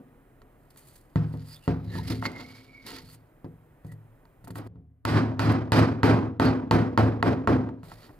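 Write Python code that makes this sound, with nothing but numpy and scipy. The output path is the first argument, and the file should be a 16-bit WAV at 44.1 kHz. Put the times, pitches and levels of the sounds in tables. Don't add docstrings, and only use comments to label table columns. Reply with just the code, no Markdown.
import sys
import numpy as np
from scipy import signal
from scipy.fft import rfft, irfft, next_fast_len
from scipy.io import wavfile

SR = 44100
rng = np.random.default_rng(int(sys.argv[2]) if len(sys.argv) > 2 else 0)


def materialize(psi):
    bounded = np.clip(np.atleast_2d(psi).T, -1, 1)
    quanta = np.round(bounded * 32767).astype(np.int16)
    wavfile.write(sys.argv[1], SR, quanta)


def ratio_of_db(decibels):
    return 10 ** (np.asarray(decibels, float) / 20)


N = 361176


def at_hz(points, hz):
    table_hz, value = np.array(points).T
    return np.interp(np.log(hz), np.log(np.maximum(table_hz, 1)), value)


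def flicker(points_per_s):
    points = rng.standard_normal(int(N / SR * points_per_s) + 2)
    return np.interp(np.arange(N) / SR * points_per_s, np.arange(len(points)), points)


STOPS_S = [4.676, 7.832]


def between_stops(b, a, x):
    parts = np.split(x, np.round(np.array(STOPS_S) * SR).astype(int))
    return np.concatenate([signal.lfilter(b, a, part) for part in parts])


def mode(x, hz, t60_s):
    radius, angle = ratio_of_db(-60 / (t60_s * SR)), 2 * np.pi * hz / SR
    return between_stops([0, np.sin(angle)], [1, -2 * radius * np.cos(angle), radius * radius], x)


def fade(x, time_constant_s):
    return between_stops([1], [1, -np.exp(-1 / (time_constant_s * SR))], x)


def swells(rows, column):
    t, out = np.arange(N) / SR, np.zeros(N)
    for row in rows:
        peak_s, rise_s, fall_s = row[:3]
        near = slice(max(int((peak_s - 3 * rise_s) * SR), 0), int((peak_s + 3 * fall_s) * SR))
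        late_s = t[near] - peak_s
        out[near] += ratio_of_db(row[column] - 20 * np.maximum(late_s / fall_s, -late_s / rise_s))
    return out


# (time [s], crack [dB], room ring [dB], treble ring [dB], deep bench [dB])
BLOWS = [(5.052, 8.5, -3, -9, -9.5), (5.394, 3.5, -5.5, -12.5, -10.5), (5.720, 3.5, -5, -11.5, -11.5),
         (6.032, 0.5, -6.5, -17, -17.5), (6.398, 1.5, -9, -19.5, -18), (6.711, 1, -11.5, -22.5, -16.5),
         (6.976, 0, -14, -27.5, -21.5), (7.227, 2.5, -14.5, -28, -20.5), (7.474, -1.5, -15, -30, -23)]
# (time [s], crack [dB], room ring [dB], deep bench [dB], upper bench [dB])
KNOCKS = [(0.418, -44, -66, -75, -56.5), (0.761, -48, -76, -73, -78), (1.158, -21, -32, -16, -30),
          (1.34, -40, -36, -28, -39), (1.678, -19.5, -29, -16.5, -21), (1.954, -31.5, -31.5, -32, -38.5),
          (2.102, -32.5, -27.5, -26, -55), (2.225, -21, -29.5, -40, -64), (2.254, -16.5, -33, -48, -69),
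          (2.318, -39, -67, -55, -54), (2.362, -34, -55.5, -49, -66), (2.397, -36, -43, -56, -45.5),
          (2.862, -49, -49.5, -63, -44.5), (3.445, -45, -39, -35, -41), (3.848, -50, -46, -35.5, -49),
          (3.921, -46.5, -63, -42, -54), (4.254, -48.5, -68, -58, -71), (4.442, -46, -56.5, -43.5, -60),
          (4.473, -33.5, -37.5, -59, -58), (4.505, -36.5, -50.5, -36.5, -44.5), (4.556, -26, -33, -61, -57),
          (4.666, -48, -43.5, -42.5, -42), (4.757, -56, -56, -41.5, -61.5), (7.01, -21, -25.5, -39, -28.5),
          (7.041, -26.5, -28, -38, -28.5), (7.261, -18, -22.5, -37, -44), (7.69, -32, -37, -54, -47),
          (7.832, -39, -56, -41.5, -56), (7.917, -32, -39.5, -66, -72), (8.093, -39, -43, -69, -78)]


def all_hits():
    blows = [(*row, -11 + 0.32 * row[2]) for row in BLOWS]
    knocks = []
    for s, crack, ring, deep, upper in KNOCKS:
        treble = ring - 17 + 0.72 * (crack - ring)
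        knocks.append((s, crack, ring, treble, deep, upper))
    return np.array(blows + knocks)


def clicks(level_db):
    out = np.full(N, 1e-18)
    out[np.round(all_hits()[:, 0] * SR).astype(int)] = ratio_of_db(level_db)
    return out


def hardness(hits, usual_db=-13):
    return (hits[:, 3] - hits[:, 2] - usual_db) / 2


def since_blow():
    t, at = np.arange(N) / SR, np.array(BLOWS)[:, 0]
    latest = at[np.maximum(np.searchsorted(at, t) - 1, 0)]
    return (t - latest) * (t > at[0]) * (t < STOPS_S[1])


# (frequency [Hz], relative level [dB], t60 [s])
BENCH_MODES = [(77.7, -8.5, 1), (108.96, 2, 0.89), (118.4, -4, 0.26), (152.9, -7, 0.81),
               (172.4, -7.5, 0.59), (224, -13, 0.81), (240.8, -14.5, 0.37), (257, -6.5, 0.8),
               (268.5, -5, 0.49), (329, -15, 0.4), (364, -14.5, 0.54), (426.4, -10.5, 0.37),
               (478, -17, 0.62), (536, -18.5, 0.3), (708.6, -15.5, 0.36)]
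# (peak time [s], 20 dB rise [s], 20 dB fall [s], deep [dB], upper [dB])
RUMBLES = [(0.0, 0.011, 0.029, -55, -34), (0.146, 0.037, 0.34, -74, -56.5), (0.424, .02, 0.039, -73, -47),
           (0.528, 0.07, .1, -73, -56), (1.85, 0.013, .4, -33.5, -41.5), (1.955, 0.08, 0.13, -31.5, -41.5),
           (2.04, 0.1, 0.16, -32, -52), (2.126, 0.05, 0.031, -48, -25), (2.188, 0.12, 0.035, -36, -55),
           (2.264, 0.024, 0.013, -45, -25), (2.466, .12, 0.032, -49, -42.5), (2.5, .1, 0.49, -61, -51.5),
           (2.934, 0.11, .07, -68, -35.5), (3.038, 0.12, 0.14, -44.5, -67), (3.18, 0.024, 0.02, -59, -64),
           (4.42, 0.0093, .03, -55, -70), (4.56, 0.021, 0.058, -39, -43.5),
           (4.668, 0.039, 0.15, -40, -52.5), (4.78, .3, .2, -50, -56), (7.84, .005, 0.031, -43, -57),
           (7.922, 0.22, 0.18, -64, -63), (8.1, .1, .13, -62, -68)]


def bench(shake_db=-34, hand_damping=0.73, edge_deep_db=-7, edge_high_db=3.0, low_cut_hz=80,
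          sag_after_s=0.115, sag_deep_db=-6.5, sag_upper_db=2.5):
    hits, out = all_hits(), np.zeros(N)
    luck_db = rng.normal(0, 2.5, (len(hits), len(BENCH_MODES)))
    rough = rng.standard_normal(N) * ratio_of_db(shake_db)
    shakes = [swells(RUMBLES, column=3) * rough, swells(RUMBLES, column=4) * rough]
    is_blow = clicks(np.where(np.arange(len(hits)) < len(BLOWS), 0, -200)) > .5
    step = np.clip((since_blow() - sag_after_s) / 0.01, 0, 1)
    sags = [ratio_of_db(sag_deep_db * step), ratio_of_db(sag_upper_db * step)]
    for k, (hz, level_db, t60_s) in enumerate(BENCH_MODES):
        upper = int(hz > 200)
        push = clicks(hits[:, 4 + upper] + luck_db[:, k])
        edge = ratio_of_db(edge_deep_db * (hz < 130) + edge_high_db * (hz > 300))
        free = sags[upper] * mode(push * is_blow, hz, t60_s)
        held = mode(push * ~is_blow * edge + shakes[upper], hz, hand_damping * t60_s)
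        out += ratio_of_db(level_db) * (free + held)
    return signal.sosfilt(signal.butter(3, low_cut_hz, "high", fs=SR, output="sos"), out)


# (frequency [Hz], relative level [dB], t60 [s])
BLOCK_MODES = [(702, -5.5, 0.073), (899, -2.5, 0.061), (1108, -6.5, 0.041), (1370, -7.5, 0.0056),
               (1323, 1.5, 0.017), (1920, -6, 0.015), (2086, -18, 0.03), (2800, -9.5, 0.0042),
               (4500, -15.5, 0.0067), (7030, -27.5, 0.012), (11600, -19.5, 0.001)]
# (peak time [s], 20 dB rise [s], 20 dB fall [s], hiss [dB], sibilant top [dB])
RUBS_AND_TICKS = [(0.705, .006, 0.025, -65, -68), (0.774, 0.013, 0.24, -63.5, -59.5),
                  (0.96, .3, 0.067, -62.5, -61.5), (1.332, 0.0066, 0.014, -52, -62),
                  (1.398, 0.025, 0.048, -58, -86), (1.48, 0.031, 0.15, -64, -58.5),
                  (1.55, 0.36, 0.051, -56, -61.5), (1.66, 0.068, .02, -56, -63),
                  (1.956, .1, 0.11, -44.5, -57), (2.08, 0.076, 0.049, -44.5, -55.5),
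                  (2.104, 0.0079, .09, -35.5, -48.5), (2.25, 0.042, 0.028, -54, -56),
                  (2.264, 0.026, 0.011, -31, -60), (2.408, 0.087, 0.045, -45, -65),
                  (2.498, .2, 0.39, -51.5, -65.5), (2.866, 0.0071, .1, -43.5, -49),
                  (2.904, 0.06, 0.15, -43, -58), (3.0, 0.16, 0.015, -50.5, -74),
                  (3.09, 0.049, 0.083, -61, -66), (3.15, 0.11, 0.016, -61, -58.5),
                  (3.446, .004, 0.014, -56.5, -65), (3.848, 0.0042, 0.0081, -64, -66),
                  (3.872, 0.018, .06, -65.5, -64), (3.92, 0.0057, 0.013, -53, -51.5),
                  (4.447, 0.0067, 0.012, -53.5, -53.5), (4.479, .006, 0.012, -53, -50),
                  (4.508, .006, 0.011, -47, -47), (4.56, 0.0068, 0.033, -50, -46.5),
                  (4.59, 0.057, 0.031, -58, -61.5), (4.674, 0.017, .004, -54, -56),
                  (5.447, .01, .02, -40, -46), (5.52, .005, .015, -45, -49.5), (5.79, .01, .02, -42, -46),
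                  (6.445, .006, 0.033, -42, -48.5), (7.84, 0.007, 0.25, -60, -65.5),
                  (7.924, 0.04, 0.022, -53, -66), (8.044, 0.19, 0.1, -54.5, -65.5)]


def block(catches_per_s=900, scratch_db=-4, crack_top_hz=12000):
    hits, out = all_hits(), np.zeros(N)
    luck_db = rng.normal(0, 2.5, (len(hits), len(BLOCK_MODES)))
    caught = rng.random(N) < catches_per_s / SR
    catches = caught * rng.standard_normal(N) * swells(RUBS_AND_TICKS, column=3)
    for k, (hz, level_db, t60_s) in enumerate(BLOCK_MODES):
        tilt_db = hardness(hits) * np.log2(min(hz, crack_top_hz) / 1000)
        crack = clicks(hits[:, 1] - 9 + tilt_db + luck_db[:, k])
        scratch = catches * ratio_of_db(scratch_db + 11.7 * np.log2(min(hz, 4500) / 2000))
        out -= (-1) ** k * ratio_of_db(level_db) * mode(crack + scratch, hz, t60_s)
    return out


def squeak(rows, points_per_s):
    hz = np.interp(np.arange(N) / SR, *np.transpose(rows)[[0, 4]])
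    phase = np.cumsum(2 * np.pi * hz / SR)
    broken = ratio_of_db(3.5 * flicker(40))
    band = flicker(points_per_s) * np.cos(phase) + flicker(points_per_s) * np.sin(phase)
    return broken * swells(rows, column=3) * band


# (peak time [s], 20 dB rise [s], 20 dB fall [s], relative level [dB], centre [Hz])
SQUEAKS = [(2.1, 0.22, 0.12, -51.5, 2094), (2.262, .03, 0.021, -27, 2108),
           (2.368, 0.05, 0.021, -44.5, 2090), (2.404, .04, 0.072, -45.5, 2110), (2.5, .2, .4, -59, 2224),
           (2.71, 0.083, .3, -63, 2274), (2.8, 0.13, 0.18, -58, 2240), (2.86, .1, .05, -65, 2180)]
# (peak time [s], 20 dB rise [s], 20 dB fall [s], relative level [dB], centre [Hz])
CHIRPS = [(1.546, 0.081, .03, -49, 4770), (1.568, .03, 0.024, -53, 3500), (1.65, .04, .03, -58, 2800),
          (1.955, 0.069, 0.11, -45.5, 1800), (1.96, 0.12, 0.079, -54.5, 3980),
          (1.985, 0.018, .03, -39, 930), (2.1, 0.043, .04, -45.5, 5100), (2.125, .02, 0.025, -49, 3800),
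          (2.265, 0.029, 0.012, -39, 4420), (2.93, 0.073, 0.085, -37, 262), (3.1, .1, 0.056, -56, 4500),
          (3.925, 0.12, .02, -58.5, 1885), (6.46, .01, 0.048, -37, 4510)]


def squeaks():
    return squeak(SQUEAKS, 200) + sum(squeak([row], .16 * row[4]) for row in CHIRPS)


def hard_tilt_db(hits, hz, low_hz=0):
    return hardness(hits) * np.log2(np.clip(hz, low_hz, 5140) / 1000)


def splinter_power(hz, puff_db=-26, puff_s=0.003):
    hits = all_hits()
    puff = clicks(hits[:, 1] + hard_tilt_db(hits, hz) - 8.0 * np.log2(max(hz, 900) / 1000)) ** 2
    return fade(puff, puff_s) * ratio_of_db(puff_db) ** 2 * (hz > 400) / 1000


# (frequency [Hz], relative density [dB per Hz])
HISS = [(150, -24), (600, -9.5), (1500, -11.5), (2100, -6.5), (3000, -12.5), (4500, -5.5), (5600, -18.5),
        (6300, -4)]
# (frequency [Hz], relative density [dB per Hz])
SIBILANCE = [(6300, -14), (6900, -3.5), (7500, -6), (9000, -1), (12000, -1), (15000, -5), (16000, -15)]


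def friction_power(hz, grit, hiss_db=-35, top_db=-38):
    if hz < HISS[-1][0]:
        return (grit * swells(RUBS_AND_TICKS, column=3) * ratio_of_db(at_hz(HISS, hz) + hiss_db)) ** 2
    return (grit * swells(RUBS_AND_TICKS, column=4) * ratio_of_db(at_hz(SIBILANCE, hz) + top_db)) ** 2


# (frequency [Hz], relative density [dB per Hz])
RING = [(24, -55.5), (40, -41), (101, -9.5), (185, -17), (269, -6.5), (402, -16), (467, -17), (1300, -22),
        (3560, -42), (4460, -39), (5440, -53.5), (11300, -55.5), (16000, -58.5)]
# (frequency [Hz], t60 [s])
RING_T60 = [(60, 0.91), (300, 0.69), (1000, 0.51), (3000, 0.37), (8000, 0.33), (15000, 0.21)]


def ring_power(hz, rattle, build_up_s=0.0042, ring_db=-20, light_share=0.21):
    hits = all_hits()
    heavy = clicks(hits[:, 1]) > ratio_of_db(-30)
    struck = clicks(hits[:, 2] + hard_tilt_db(hits, hz, low_hz=400)) ** 2
    decay_s = at_hz(RING_T60, hz) / np.log(1e6)
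    late = fade(struck * heavy, decay_s) + fade(struck * ~heavy, light_share * decay_s)
    late = np.maximum(late - fade(struck, build_up_s), 0)
    return late * rattle * ratio_of_db(at_hz(RING, hz) + ring_db) ** 2


# (frequency [Hz], relative density [dB per Hz])
AIR = [(15, -29), (25, 5), (97, -8.5), (130, 5), (170, -15), (263, -6.5), (476, -13.5), (575, -12),
       (624, -14), (1840, -24.5), (2050, -27.5), (4740, -47.5), (6380, -46.5), (8830, -39), (16000, -34.5)]
# (time [s], relative level [dB])
AIR_LEVEL = [(0, -54.5), (.7, -55.5), (4.67, -56), (4.68, -74), (7.82, -71), (7.84, -47), (8.19, -52.5)]


def air_power(hz, air_db=-24):
    level = ratio_of_db(np.interp(np.arange(N) / SR, *np.transpose(AIR_LEVEL)))
    return (level * ratio_of_db(at_hz(AIR, hz) + air_db)) ** 2


# (frequency [Hz], left-right likeness [0..1])
LIKENESS = [(60, 1), (180, 0.95), (550, 0.82), (1650, 0.93), (5000, 0.41), (15000, .3)]


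def diffuse(rattle_db=2.0, grain_db=4.0):
    out, edges_hz = np.zeros((2, N)), 25 * 2 ** np.arange(0, 9.4, 1 / 3)
    white = rng.standard_normal((2, 2, N))
    grit = ratio_of_db(grain_db * flicker(150))
    rattle = ratio_of_db(rattle_db * flicker(90)) ** 2
    for k, (low_hz, high_hz) in enumerate(zip(edges_hz, edges_hz[1:])):
        hz = np.sqrt(low_hz * high_hz)
        power = splinter_power(hz) + friction_power(hz, grit) + ring_power(hz, rattle) + air_power(hz)
        band = signal.butter(2, [low_hz, high_hz], "band", fs=SR, output="sos")
        mid, side = signal.sosfilt(band, white[k % 2])
        alike = np.clip(at_hz(LIKENESS, hz), 0, 1)
        stereo = np.sqrt(1 + alike) * mid + np.sqrt(1 - alike) * side * [[1], [-1]]
        out += np.sqrt(power * SR / 4) * stereo
    return out


# (frequency [Hz], left minus right [dB])
LEAN = [(60, 0), (180, 0.5), (550, 0), (1650, -3), (4970, -5), (15000, 1.5)]
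# (frequency [Hz], left lead [rad])
LEAD = [(80, 0.29), (300, 0.43), (600, 1), (1200, 1.26), (3800, .9), (5700, 1.3), (8000, 1.6), (14000, 1.8)]


def scene():
    size = next_fast_len(N + 64)
    hz = np.arange(size // 2 + 1) * SR / size + 1e-3
    lean = ratio_of_db(at_hz(LEAN, hz) / 2) * np.exp(.5j * at_hz(LEAD, hz))
    wood = bench() + block() + squeaks()
    return irfft(rfft(wood + diffuse(), size) * np.array([lean, 1 / lean]), size)[:, :N]


def roll_off(x):
    return signal.sosfilt(signal.butter(12, 16790, fs=SR, output="sos"), x)


def record(dry):
    top_cut_hz, hold_db, duck_db_per_db = 16350, -5.5, 1.603
    attack_s, release_db_per_s, ahead_s = 0.00031, 173, 0.00069
    dry = signal.sosfilt(signal.cheby2(10, 50, top_cut_hz, fs=SR, output="sos"), dry)
    level_db = 20 * np.log10(np.abs(dry).max(axis=0) + 1e-9)
    cut_db = duck_db_per_db * np.maximum(level_db - hold_db, 0)
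    ramp_db = release_db_per_s * np.arange(N) / SR
    cut_db = np.maximum.accumulate(cut_db + ramp_db) - ramp_db
    cut_db = fade(cut_db, attack_s) * (1 - np.exp(-1 / (attack_s * SR)))
    cut_db = np.interp(np.arange(N) + ahead_s * SR, np.arange(N), cut_db)
    return roll_off(dry * ratio_of_db(-cut_db))


dry = scene()
out = record(dry)
materialize(out)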